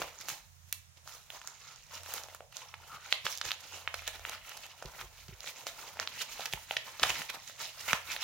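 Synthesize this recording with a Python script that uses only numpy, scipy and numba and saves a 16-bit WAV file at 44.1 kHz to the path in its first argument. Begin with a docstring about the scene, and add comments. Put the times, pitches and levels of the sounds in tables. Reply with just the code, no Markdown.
"""A crackle and a rustle come first: fingers crumple and tear a padded paper envelope on a table.
Creases snap one by one as short ringing wavelets, over a dense rustle of thousands of smaller ones.
A thumb drags over the flat faces, and the parcel bumps the table, whose top rings low.
Sharp echoes and a short room tail follow the paper; a wavering hum, a rumble and faint air lie beneath.
Two microphone ports pick it all up in stereo, each with its own tone colour."""
import sys
import numpy as np
from scipy import signal
from scipy.fft import rfft, irfft, next_fast_len
from scipy.io import wavfile
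from scipy.ndimage import uniform_filter1d
from numba import njit

SR = 44100
rng = np.random.default_rng(int(sys.argv[2]) if len(sys.argv) > 2 else 0)


def transcribe(signal):
    """Save signal, clipped to [-1, 1], as a 16-bit WAV file at the path in sys.argv[1]."""
    frames = np.atleast_2d(signal).T
    limited = np.clip(frames, -1, 1)
    pcm = np.round(limited * 32767).astype(np.int16)
    wavfile.write(sys.argv[1], SR, pcm)


N = 362943  # length in samples
PADDING_HZ, FOLD_HZ, FIBRE_HZ, PARCEL_HZ = 697, 1320, 10300, 353


def undb(db):
    """Turn decibels into a plain gain."""
    return 10 ** (np.asarray(db) / 20)


def unit(x):
    """Scale a sound to an average (RMS) level of 1."""
    return x / np.sqrt(np.mean(x ** 2))


def along(table):
    """Draw straight lines between the points of a table: one value per sample for each column after time."""
    s, *columns = np.transpose(table)
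    return [np.interp(np.arange(N) / SR, s, column) for column in columns]


def colour(x, points):
    """Shape the tone by (pitch_hz, level_db) points, joined on a log pitch axis."""
    size = next_fast_len(x.shape[-1])
    point_hz, point_db = np.transpose(points)
    hz = np.arange(size // 2 + 1) * SR / size
    gain = undb(np.interp(np.log(hz + 1), np.log(point_hz), point_db))
    return irfft(rfft(x, size) * gain, size)[..., :x.shape[-1]]


def walk(rate):
    """A random wandering curve around 0: new values `rate` times a second, joined by slopes."""
    hold = int(SR / rate)
    values = rng.standard_normal(N // hold + 1)
    return 1.056 * uniform_filter1d(np.repeat(values, hold), hold)[:N]


@njit
def flicks(n, sr, s, hz, cycles, ring, size, pan, lag):
    """Short sine wavelets under a bell curve whose falling side is stretched by `ring`.

    pan is the left-to-right gain ratio; lag is how many samples the right port hears later.
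    """
    out = np.zeros((2, n))
    for k in range(len(s)):
        wide = cycles[k] * sr / hz[k] / 2  # samples
        for c in range(2):
            mid = s[k] * sr + (c - .5) * lag[k]
            gain = size[k] * pan[k] ** (.5 - c)
            first = max(int(mid - 3 * wide), 0)
            last = min(int(mid + 3 * wide * ring) + 2, n)
            for i in range(first, last):
                u = (i - mid) / (wide * ring if i > mid else wide)
                out[c, i] += gain * np.exp(-u * u) * np.sin(2 * np.pi * hz[k] * (i - mid) / sr)
    return out


# Snapping creases, with the level of each part of the snap:
# start_s, padding_db, fold_db, crease_db, crease_pitch_hz, fibres_db, after_crackle_db (against the crease)
CREASE_SNAPS = [(0.0189, -25, -19.5, -24, 2760, -28, 3.5), (0.2119, -64, -37, -36, 4480, -30, 1),
                (0.2857, -35, -27, -27, 3400, -24, 3.5), (0.292, -44, -40, -26, 4600, -20.5, -6),
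                (0.3011, -51, -30, -27, 4600, -24, -10), (.7268, -59, -36, -28.5, 3920, -9.5, 7.5),
                (1.0762, -64, -31.5, -31, 4830, -38, -17), (1.3033, -40, -44, -23.5, 2800, -32, -15),
                (1.416, -69, -37, -32.5, 2700, -36, -7), (1.4745, -67, -33.5, -20, 6450, -27, -26),
                (1.482, -53, -49, -44, 2600, -48, -4), (1.7604, -71, -54, -33.5, 5500, -51, -7),
                (2.034, -63, -45, -45, 3770, -27.5, -15), (2.0621, -44, -34, -35, 3070, -34, -12),
                (2.1387, -47, -31, -50, 4020, -13.5, -12), (2.2364, -56, -51, -27.5, 5330, -42, -12),
                (2.241, -40, -37, -44, 3000, -43, -12), (2.286, -38, -39, -39, 2660, -37, -7),
                (2.3482, -43, -33.5, -43, 2200, -26.5, 5), (2.4065, -32, -36.5, -36, 2480, -53, -23),
                (2.5264, -53, -44, -44, 2710, -39, 0), (2.569, -45, -61, -22, 5370, -29, -12),
                (2.741, -58, -32.5, -24, 2160, -41, -8.5), (3.1259, -27.5, -16, -2.5, 3300, -17, -13.5),
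                (3.254, -37, -46, -24.5, 3500, -26, 0), (3.2666, -32, -15.5, -14.5, 2510, -37, -6),
                (3.3754, -56, -56, -23, 4920, -26, -15), (3.3836, -56, -51, -26, 4680, -31, -12),
                (3.4144, -42, -20, -15, 3830, -29, -10), (3.4538, -45, -32, -36, 3290, -28, -20),
                (3.508, -46, -29, -15.5, 2870, -35, -22), (3.5172, -34, -25.5, -10.5, 3380, -28, -15),
                (3.8765, -40, -20, -12.5, 2530, -37, -14), (3.9427, -30, -23.5, -25.5, 2900, -21, 4),
                (4.0214, -41, -36, -37, 2940, -39, -12), (4.0699, -59, -41, -29, 3330, -36, -1),
                (4.0779, -32.5, -47, -17.5, 3270, -15, -1.5), (4.1951, -38, -38, -38, 4830, -40, -12),
                (4.2515, -41, -26.5, -18.5, 2510, -40, -18), (4.2956, -34, -32, -26, 5840, -23, -10),
                (4.494, -52, -43, -31, 6360, -30, -6), (4.518, -45, -33, -33, 2500, -42, -1),
                (4.57, -54, -52, -44, 5030, -23, -12), (4.574, -58, -43, -32, 4170, -32, -8),
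                (4.6651, -55, -43, -34.5, 3500, -33, -9), (4.825, -31, -27.5, -34.5, 4500, -35, -1),
                (4.8576, -50, -52, -33, 3730, -37, 1), (5.0134, -61, -28.5, -25, 3150, -37, -11),
                (5.2834, -53, -49, -39.5, 4080, -40, 1), (5.4061, -52, -47, -26, 4270, -32, -22),
                (5.443, -40, -34, -44, 2930, -40, -10), (5.4743, -57, -40, -22, 3520, -39, -13),
                (5.6687, -29, -26, -20, 4200, -27, -4), (5.88, -50, -48, -39, 3000, -45, -14),
                (5.971, -35, -34, -36, 2480, -43, -17), (5.9929, -30.5, -30, -20.5, 2330, -39, -18),
                (5.9992, -32.5, -18, -15, 4780, -24, -20), (6.0285, -52, -26.5, -28, 2610, -43, -15),
                (6.0747, -50, -28, -14, 3630, -52, -28), (6.3953, -25.5, -40, -31, 2850, -41, -9),
                (6.4077, -46, -35, -23, 3600, -36, -11), (6.4575, -39, -51, -18, 2970, -20, 0),
                (6.527, -46, -47, -26, 3700, -27, 2), (6.536, -26, -37, -13, 2540, -20, -15),
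                (6.7104, -21, -24, -13.5, 2740, -39, -10.5), (6.7677, -31, -25.5, -19.5, 4060, -30, 7),
                (6.9971, -34, -28, -19.5, 4470, -34, -7.5), (7.03, -40, -36, -23, 3600, -24, -4),
                (7.0325, -37, -19, -8, 4020, -13, 0), (7.0365, -20, -9, -12, 2720, -30, -3.5),
                (7.0974, -30, -28, -25.5, 4070, -28, 6), (7.1038, -34, -40, -11.5, 2430, -36, -26),
                (7.2189, -34.5, -40, -20, 2380, -37, -12), (7.3, -45, -31, -34, 3580, -27, 0),
                (7.3046, -46, -42, -29, 3100, -34, -13), (7.4978, -40.5, -33, -36, 3800, -46, -12),
                (7.8095, -41, -59, -32, 5250, -29, 2), (7.8817, -30, -40, -28, 2780, -27, -12),
                (7.932, -22, -6.5, -8.5, 2730, -17, -5), (8.1642, -35, -41, -16.5, 3200, -32, -8.5)]


def snaps():
    """Each snap rings the padding and the fold, flicks the crease and ticks the fibres; smaller creases follow."""
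    s, padding_db, fold_db, crease_db, hz, fibre_db, after_db = np.transpose(CREASE_SNAPS)
    chance = rng.random((len(s), 28)).T
    one = np.ones(len(s))
    pan, lag = undb(1.24 * (chance[0] - 3.0) + 1.0), 4.6 * (chance[0] - .5)
    detune = 1.35 ** (chance[1:4] - .5)  # no two folds have the same size
    out = flicks(N, SR, s, hz, 1.32 * one, 1.18, undb(crease_db), pan, lag)
    padding_hz, fold_hz = PADDING_HZ * detune[0], FOLD_HZ * detune[1]
    out += flicks(N, SR, s + 0.00049, padding_hz, 1.07 * one, 2.6, undb(padding_db), pan, lag)
    out += flicks(N, SR, s + 0.00015, fold_hz, 1.82 * one, 0.61, undb(fold_db), pan, lag)

    for k in range(4):  # a few fibres part within about two milliseconds
        fibre_s = s + 0.00223 * k / 3 * chance[4 + k]
        fibre_hz = FIBRE_HZ * 1.35 ** (chance[12 + k] - .5)
        out += flicks(N, SR, fibre_s, fibre_hz, 0.97 * one, 1.04, undb(fibre_db - 2.44 * k), pan, lag)

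    # eight small creases crackle around and just after each snap; later ones are weaker
    late, pitch, size = chance[4:].reshape(3, 8, -1)
    many = np.ones_like(late)
    after_s = s - .0008 + 0.0072 * late
    after_hz = hz * 4.0 ** (pitch - .45)
    after_size = undb(crease_db + after_db - 6 * size - 9 * late)
    return out + flicks(N, SR, after_s.ravel(), after_hz.ravel(), 2.4 * many.ravel(), 0.57,
                        after_size.ravel(), (pan * many).ravel(), (lag * many).ravel())


# Each pull or squeeze of the fingers is one surge of rustle:
# peak_s, swell_s, fade_s, large_folds_db, small_creases_db, fibres_db, small_crease_pitch_hz
FINGER_PULLS = [(0.02, 0.089, 0.054, -41, -41, -45, 3230), (.19, 0.13, 0.12, -56, -53.5, -61, 3950),
                (.299, 0.047, 0.064, -48, -46, -45, 4400), (.712, 0.063, 0.017, -66, -67, -59, 5030),
                (.974, 0.0096, 0.016, -58, -51.5, -61, 3800), (1.078, 0.017, 0.037, -63, -54, -50.5, 4600),
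                (1.137, 0.054, 0.069, -54, -51, -53, 4600), (1.348, 0.04, 0.037, -52, -50, -52, 3900),
                (1.485, .06, 0.054, -52, -53, -60, 4520), (1.692, 0.17, 0.12, -55.5, -50, -62, 4180),
                (1.951, 0.038, 0.041, -45.5, -43.5, -48.5, 4300),
                (2.149, 0.077, 0.069, -41, -42, -42.5, 3900), (2.33, 0.083, 0.057, -60, -55.5, -59, 3470),
                (2.57, 0.024, 0.11, -48.5, -46.5, -54, 4560), (2.957, 0.12, 0.031, -49, -50, -54, 3060),
                (3.115, 0.097, 0.075, -52, -44.5, -52, 3680), (3.254, 0.0054, 0.035, -43, -40, -41.5, 3450),
                (3.304, .04, 0.064, -50.5, -37.5, -44, 4600),
                (3.454, 0.013, 0.052, -41.5, -35.5, -43.5, 4150),
                (3.757, 0.22, 0.12, -50.5, -48.5, -53, 4160), (3.951, 0.018, 0.14, -66, -44.5, -53, 3560),
                (4.079, 0.013, 0.032, -45.5, -43.5, -49, 3450), (4.157, .017, 0.011, -44, -41, -45, 3400),
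                (4.329, 0.077, 0.033, -44.5, -40.5, -46.5, 2850),
                (4.476, 0.027, 0.074, -59, -48.5, -51, 2960), (4.576, 0.13, 0.18, -53.5, -49, -54.5, 3660),
                (4.833, 0.034, 0.23, -51.5, -54, -57, 3550), (5.012, 0.053, 0.031, -47.5, -45, -48, 2840),
                (5.21, 0.17, .07, -61.5, -55, -60, 4200), (5.294, 0.015, 0.11, -56, -52, -58, 3150),
                (5.488, 0.061, 0.026, -51, -41.5, -47.5, 4300),
                (5.595, 0.048, 0.088, -50, -48.5, -52.5, 4700), (5.676, 0.015, 0.028, -51, -39, -42, 3700),
                (5.805, 0.069, 0.3, -50.5, -48, -52, 4060), (6.006, 0.015, 0.033, -49.5, -41, -53, 3530),
                (6.16, 0.09, 0.064, -56, -47.5, -56, 3660), (6.218, 0.02, 0.011, -43.5, -34.5, -35, 3780),
                (6.316, .08, 0.4, -61, -48.5, -58, 4020), (6.457, 0.18, 0.031, -47.5, -45.5, -44.5, 3420),
                (6.537, 0.052, .15, -54, -61, -47.5, 3030), (6.727, 0.043, 0.064, -66, -44.5, -47.5, 3040),
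                (6.88, .06, 0.068, -47.5, -48.5, -50, 3500), (7.039, 0.019, 0.077, -39.5, -45, -48, 3200),
                (7.1, 0.052, 0.017, -39, -28.5, -34.5, 3100), (7.198, 0.093, 0.04, -43, -34.5, -39.5, 3790),
                (7.301, 0.0084, 0.0073, -44, -32, -43, 3490),
                (7.348, 0.028, 0.03, -42.5, -45.5, -47.5, 3830),
                (7.499, 0.078, 0.042, -55, -46.5, -52, 3800), (7.623, .042, 0.066, -47.5, -40, -45.5, 4560),
                (7.886, 0.0051, 0.033, -37, -29.5, -33.5, 2960), (7.92, 0.11, 0.056, -43.5, -41, -40, 2930),
                (8.119, 0.048, 0.058, -42, -38.5, -41.5, 3530),
                (8.229, 0.017, 0.036, -46.5, -32, -40, 3460)]
SLOPE_DB = 10  # a surge gains this much over its swell time and loses it over its fade time


def pulls():
    """Levels in dB of folds, creases and fibres, and the crease pitch; overlapping surges add up in power."""
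    t = np.arange(0, N / SR + .002, .001)
    s, swell, fade, *peaks_db, hz = np.array(FINGER_PULLS).T[:, :, None]
    before = (s - t) / np.maximum(swell, .003)
    after = (t - s) / np.maximum(fade, .003)
    away = np.where(t < s, before, after)
    powers = [np.sum(undb(db - SLOPE_DB * away) ** 2, axis=0) for db in peaks_db]
    levels = [10 * np.log10(power + 1e-12) for power in powers]
    crease_hz = np.interp(t, s[:, 0], hz[:, 0])
    return along(np.transpose([t, *levels, crease_hz]))


# Grains of the parcel, large folds, small creases and fibres, one row each:
# pitch_spread_octaves, length_cycles (longer when a face rings), grains_per_s, size_scatter_db,
# share_that_rings_a_face (0 to 1)
RUSTLE_GRAINS = [(0.5, 1.33, 400, 3.5, 0.013), (0.538, 1.27, 1600, 3.5, 0.32),
                 (0.599, 1.79, 5000, 2.5, 0.22), (1, 0.55, 9300, -0.1, 0.)]
# Pitch of the large folds over time: time_s, pitch_hz
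LARGE_FOLD_PITCH = [(0, 890), (.4, 1333), (1.8, 1193), (3.5, 1084), (5.8, 1013), (7.2, 1263), (8.23, 1200)]
# The whole parcel flexes with the large folds: time_s, level_db (against the large folds)
PARCEL_FLEX = [(0, -11.5), (.4, -11), (1, -23), (4.5, -21), (5.6, -13), (7.1, -10), (8.23, -17.5)]
# Flat faces of the envelope that ring: pitch_hz
FACE_PITCHES = [500., 640., 890., 1080., 1390., 2050., 2390., 2850., 3750., 4200., 4750., 5500., 6800.]


def rustle():
    """Dense grains of random pitch, size and place; their level is uneven as the paper slips."""
    fold_db, crease_db, fibre_db, crease_hz = pulls()
    fold_hz, = along(LARGE_FOLD_PITCH)
    levels = [fold_db + along(PARCEL_FLEX)[0], fold_db, crease_db, fibre_db]
    centres = [np.full(N, PARCEL_HZ), fold_hz, crease_hz, np.full(N, FIBRE_HZ)]
    faces_hz = np.array(FACE_PITCHES)
    out, slip = 0, walk(40)  # the slip is shared by all four layers
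    # the fingers damp and free each face independently
    freed = undb([min(hz / 800, 4) * walk(8) for hz in faces_hz])

    for (octaves, cycles, rate, scatter_db, share), db, centre in zip(RUSTLE_GRAINS, levels, centres):
        when, size, side, sign, rings, a, b, c = rng.random((int(rate * N / SR), 8)).T
        at = (when * N).astype(int)
        bell = 2 * (a + b + c) - 3  # random, most often near 0
        hz = np.minimum(centre[at] * 2 ** (octaves * bell), .42 * SR)

        # some grains ring the face nearest in pitch, and ring longer
        face = np.argmin(np.abs(np.log(hz[:, None] / faces_hz)), axis=1)
        rings = rings < share
        hz = np.where(rings, faces_hz[face] * (1 + 0.084 * (a - b)), hz)
        lengths = cycles * np.where(rings, 2.6, 1.)

        size = np.sign(sign - .5) * undb(-scatter_db * np.log(1.004 - size))
        size = size * np.where(rings, freed[face, at], 1)
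        pan, lag = undb(11 * (side - .5) - 1), 7 * (side - .5)
        layer = flicks(N, SR, when * N / SR, hz, lengths, 1.07, size, pan, lag)
        out = out + unit(layer) * undb(db + 1.15 * slip + 2.97 * walk(70))
    return out


# A thumb drags over one face: middle_s, length_s, pitch_hz, level_db (each slip varies around pitch and level)
THUMB_RUBS = [(1.13, 0.054, 1280, -59), (2.935, 0.076, 1270, -46), (7.905, 0.017, 2450., -34.5),
              (1.11, .1, 5600, -58), (1.68, .14, 4700, -56), (1.69, .14, 1290, -58), (3.04, .12, 1400, -54),
              (4.3, 0.077, 2800, -48), (4.485, .05, 2800, -56)]


def rubs(count=40):
    """Quick slips of the skin, scattered over each drag, keep one face of the envelope ringing."""
    s, length, hz, db = np.repeat(THUMB_RUBS, count, axis=0).T
    when, pitch, size = rng.random((len(s), 3)).T - 1 / 2
    one = np.ones(len(s))
    slip_s, slip_hz = s + length * when, hz * 2 ** (pitch / 4)
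    return flicks(N, SR, slip_s, slip_hz, 4 * one, 1.5, undb(db + 10 * size), one, 0 * one)


# Parcel and hands bump the table: start_s, level_db, pitch_hz, table_ring_db (against the bump)
TABLE_BUMPS = [(0.018, -47.5, 181, 0), (3.244, -44, 135, -10), (3.46, -45, 90, -2),
               (4.851, -38.5, 132, 1.5), (5.022, -50, 96.9, 2), (5.041, -49, 107, 4),
               (5.287, -38.5, 143, -6), (5.326, -41, 91.5, -3), (6.535, -36, 138, -4),
               (7.024, -44.5, 122, -1), (7.099, -41, 93, -3), (7.93, -28, 183, -20)]
# Ways the table top rings: pitch_hz, rise_cycles, ring_stretch (fall against rise), level_db
TABLE_RINGS = [(51, 0.66, 5.7, -7.5), (137, 1.1, 12, -19), (380, 2.9, 3.6, -5)]


def bumps():
    """A soft push at its own pitch, and the table top rings low; both are louder on the left."""
    s, db, hz, ring_db = np.transpose(TABLE_BUMPS)
    one = np.ones(len(s))
    out = flicks(N, SR, s + 0.0046, hz, 0.65 * one, 2.5, undb(db), undb(8.5) * one, 0 * one)
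    for mode_hz, cycles, ring, mode_db in TABLE_RINGS:
        size = undb(db + ring_db + mode_db)
        start = s + 0.48 / mode_hz
        out += flicks(N, SR, start, mode_hz * one, cycles * one, ring, size, undb(5.0) * one, 0 * one)
    return out


# Sharp echoes from the table and nearby surfaces, before their tone is shaped: delay_ms, left_db, right_db
NEAR_ECHOES = [(2.2, -13., -9.), (10.0, -22., -17.), (12.3, -23., -20.)]
# Room tail in pitch bands: pitch_hz, time_to_fall_60_db_s, level_db
ROOM_TAIL = [(700., .28, -18.), (2500., .36, -17.), (6000., .3, -15.), (12000., .22, -15.)]


def reply():
    """Three sharp echoes and a noise tail whose pitch bands each die at their own speed."""
    t = np.arange(int(SR / 2)) / SR
    out = np.zeros((2, len(t)))
    for ms, left_db, right_db in NEAR_ECHOES:
        at = int(ms * SR / 1000) + rng.integers(-6, 7, size=2)  # slightly different at each port
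        out[[0, 1], at] = undb([left_db, right_db])
    out = colour(out, [(300, -9.), (3500, 1.5), (12000, -8.)])

    swell = np.clip((t - .006) / .006, .2, 1)  # the walls answer late
    for hz, t60, db in ROOM_TAIL:
        mid, side = rng.standard_normal(out.shape)
        # long waves reach both ports more alike
        noise = mid + min(hz / 2000., 1) * side * np.array([[1], [-1]])
        band = colour(noise, [(hz / 3, -30), (hz / 1.5, 0), (hz * 1.5, 0), (hz * 3, -30)])
        band = band * swell * 1000. ** (-t / t60)
        out = out + undb(db) * band / np.sqrt(np.sum(band ** 2) / 2)
    return out


def room(x, count=4):
    """The hands keep moving, so the room answers from one spot after another, crossfading round a loop."""
    turn = np.arange(N) / SR / .15 % count  # a new spot every 0.15 s
    out = x
    for k in range(count):
        distance = np.abs((turn - k + count / 2) % count - count / 2)
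        share = np.clip(1 - distance, 0, 1)
        out = out + signal.oaconvolve(x * share, reply(), axes=1)[:, :N]
    return out


# Hum over time, before its random waver: time_s, level_db
HUM_LEVEL = [(0.0, -77), (0.13, -63.5), (0.3, -80), (0.68, -56.5), (1.79, -87), (2.01, -58), (2.22, -70),
             (2.45, -61), (2.54, -82), (2.75, -59), (2.98, -72.5), (4.22, -58.5), (4.44, -75), (5.36, -65),
             (5.45, -85), (5.91, -77), (5.96, -58), (6.37, -88), (6.55, -64), (6.97, -81), (7.04, -60),
             (7.52, -82), (7.91, -63.5), (8.23, -73.5)]
HUM_HZ, HUM_WANDER_HZ = 86., 2.5
# Rumble over time, before its random waver and left-right tilt: time_s, level_db
RUMBLE_LEVEL = [(0, -68), (3.8, -78), (4.1, -57), (4.35, -65), (4.75, -80), (4.95, -63), (5.38, -67),
                (5.5, -76), (8.23, -70)]
# Tone of the air noise: pitch_hz, level_db (only the shape counts)
AIR_COLOUR = [(30, -31), (70, -9.5), (132, 0), (190, -7.5), (290, -32.5), (390, -15.5), (600, -13),
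              (8500, -18), (16000, -33)]
AIR_DB = -62  # average, before its slow waver


def background():
    """A sine hum that comes and goes and wanders in pitch, a noise rumble and faint air noise."""
    hum_db, = along(HUM_LEVEL)
    phase = np.cumsum(HUM_HZ + HUM_WANDER_HZ * walk(19)) / SR  # turns
    hum = np.sin(2 * np.pi * phase) * undb(hum_db + 3.5 * walk(22))

    rumble = unit(colour(rng.standard_normal(N), [(18, -30), (40, 0), (58, 0), (85, -30)]))
    tilt_db = np.array([[3.0], [-3.0]])  # louder on the left
    rumble = rumble * undb(along(RUMBLE_LEVEL)[0] + 2.5 * walk(10) + tilt_db)

    mid, side = rng.standard_normal((2, N))
    air = colour(mid + 1.3 * side * np.array([[1], [-1]]), AIR_COLOUR)
    return hum + rumble + unit(air) * undb(AIR_DB + 0.86 * walk(3.03))


def scene():
    """The paper sounds in the room, plus the bumps and the background without room reply."""
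    return room(snaps() + rustle() + rubs()) + bumps() + background()


# Tone of the left microphone port: pitch_hz, level_db
LEFT_PORT = [(35, 0), (60, -8), (120, -7.5), (400, -7.5), (1300, -1.5), (4600, -5.5), (6200, 0),
             (6900, -25), (7800, -23), (8800, -3), (10500, -5), (11700, -1.5), (14500, 3.5)]
# Tone of the right microphone port: pitch_hz, level_db
RIGHT_PORT = [(35, -2), (60, 5), (120, 5), (400, -7), (1300, -4.5), (4800, -1.5), (6800, 5), (8200, -2),
              (12000, 2), (15500, -2)]
TOP_HZ = 15900


def record(dry):
    """Each port has its own colour, the left one a notch from the housing; a steep filter cuts the top."""
    ports = np.array([colour(dry[0], LEFT_PORT), colour(dry[1], RIGHT_PORT)])
    top_cut = signal.ellip(10, .2, 80, TOP_HZ, fs=SR, output="sos")
    return signal.sosfilt(top_cut, ports)


dry = scene()
out = record(dry)
transcribe(out)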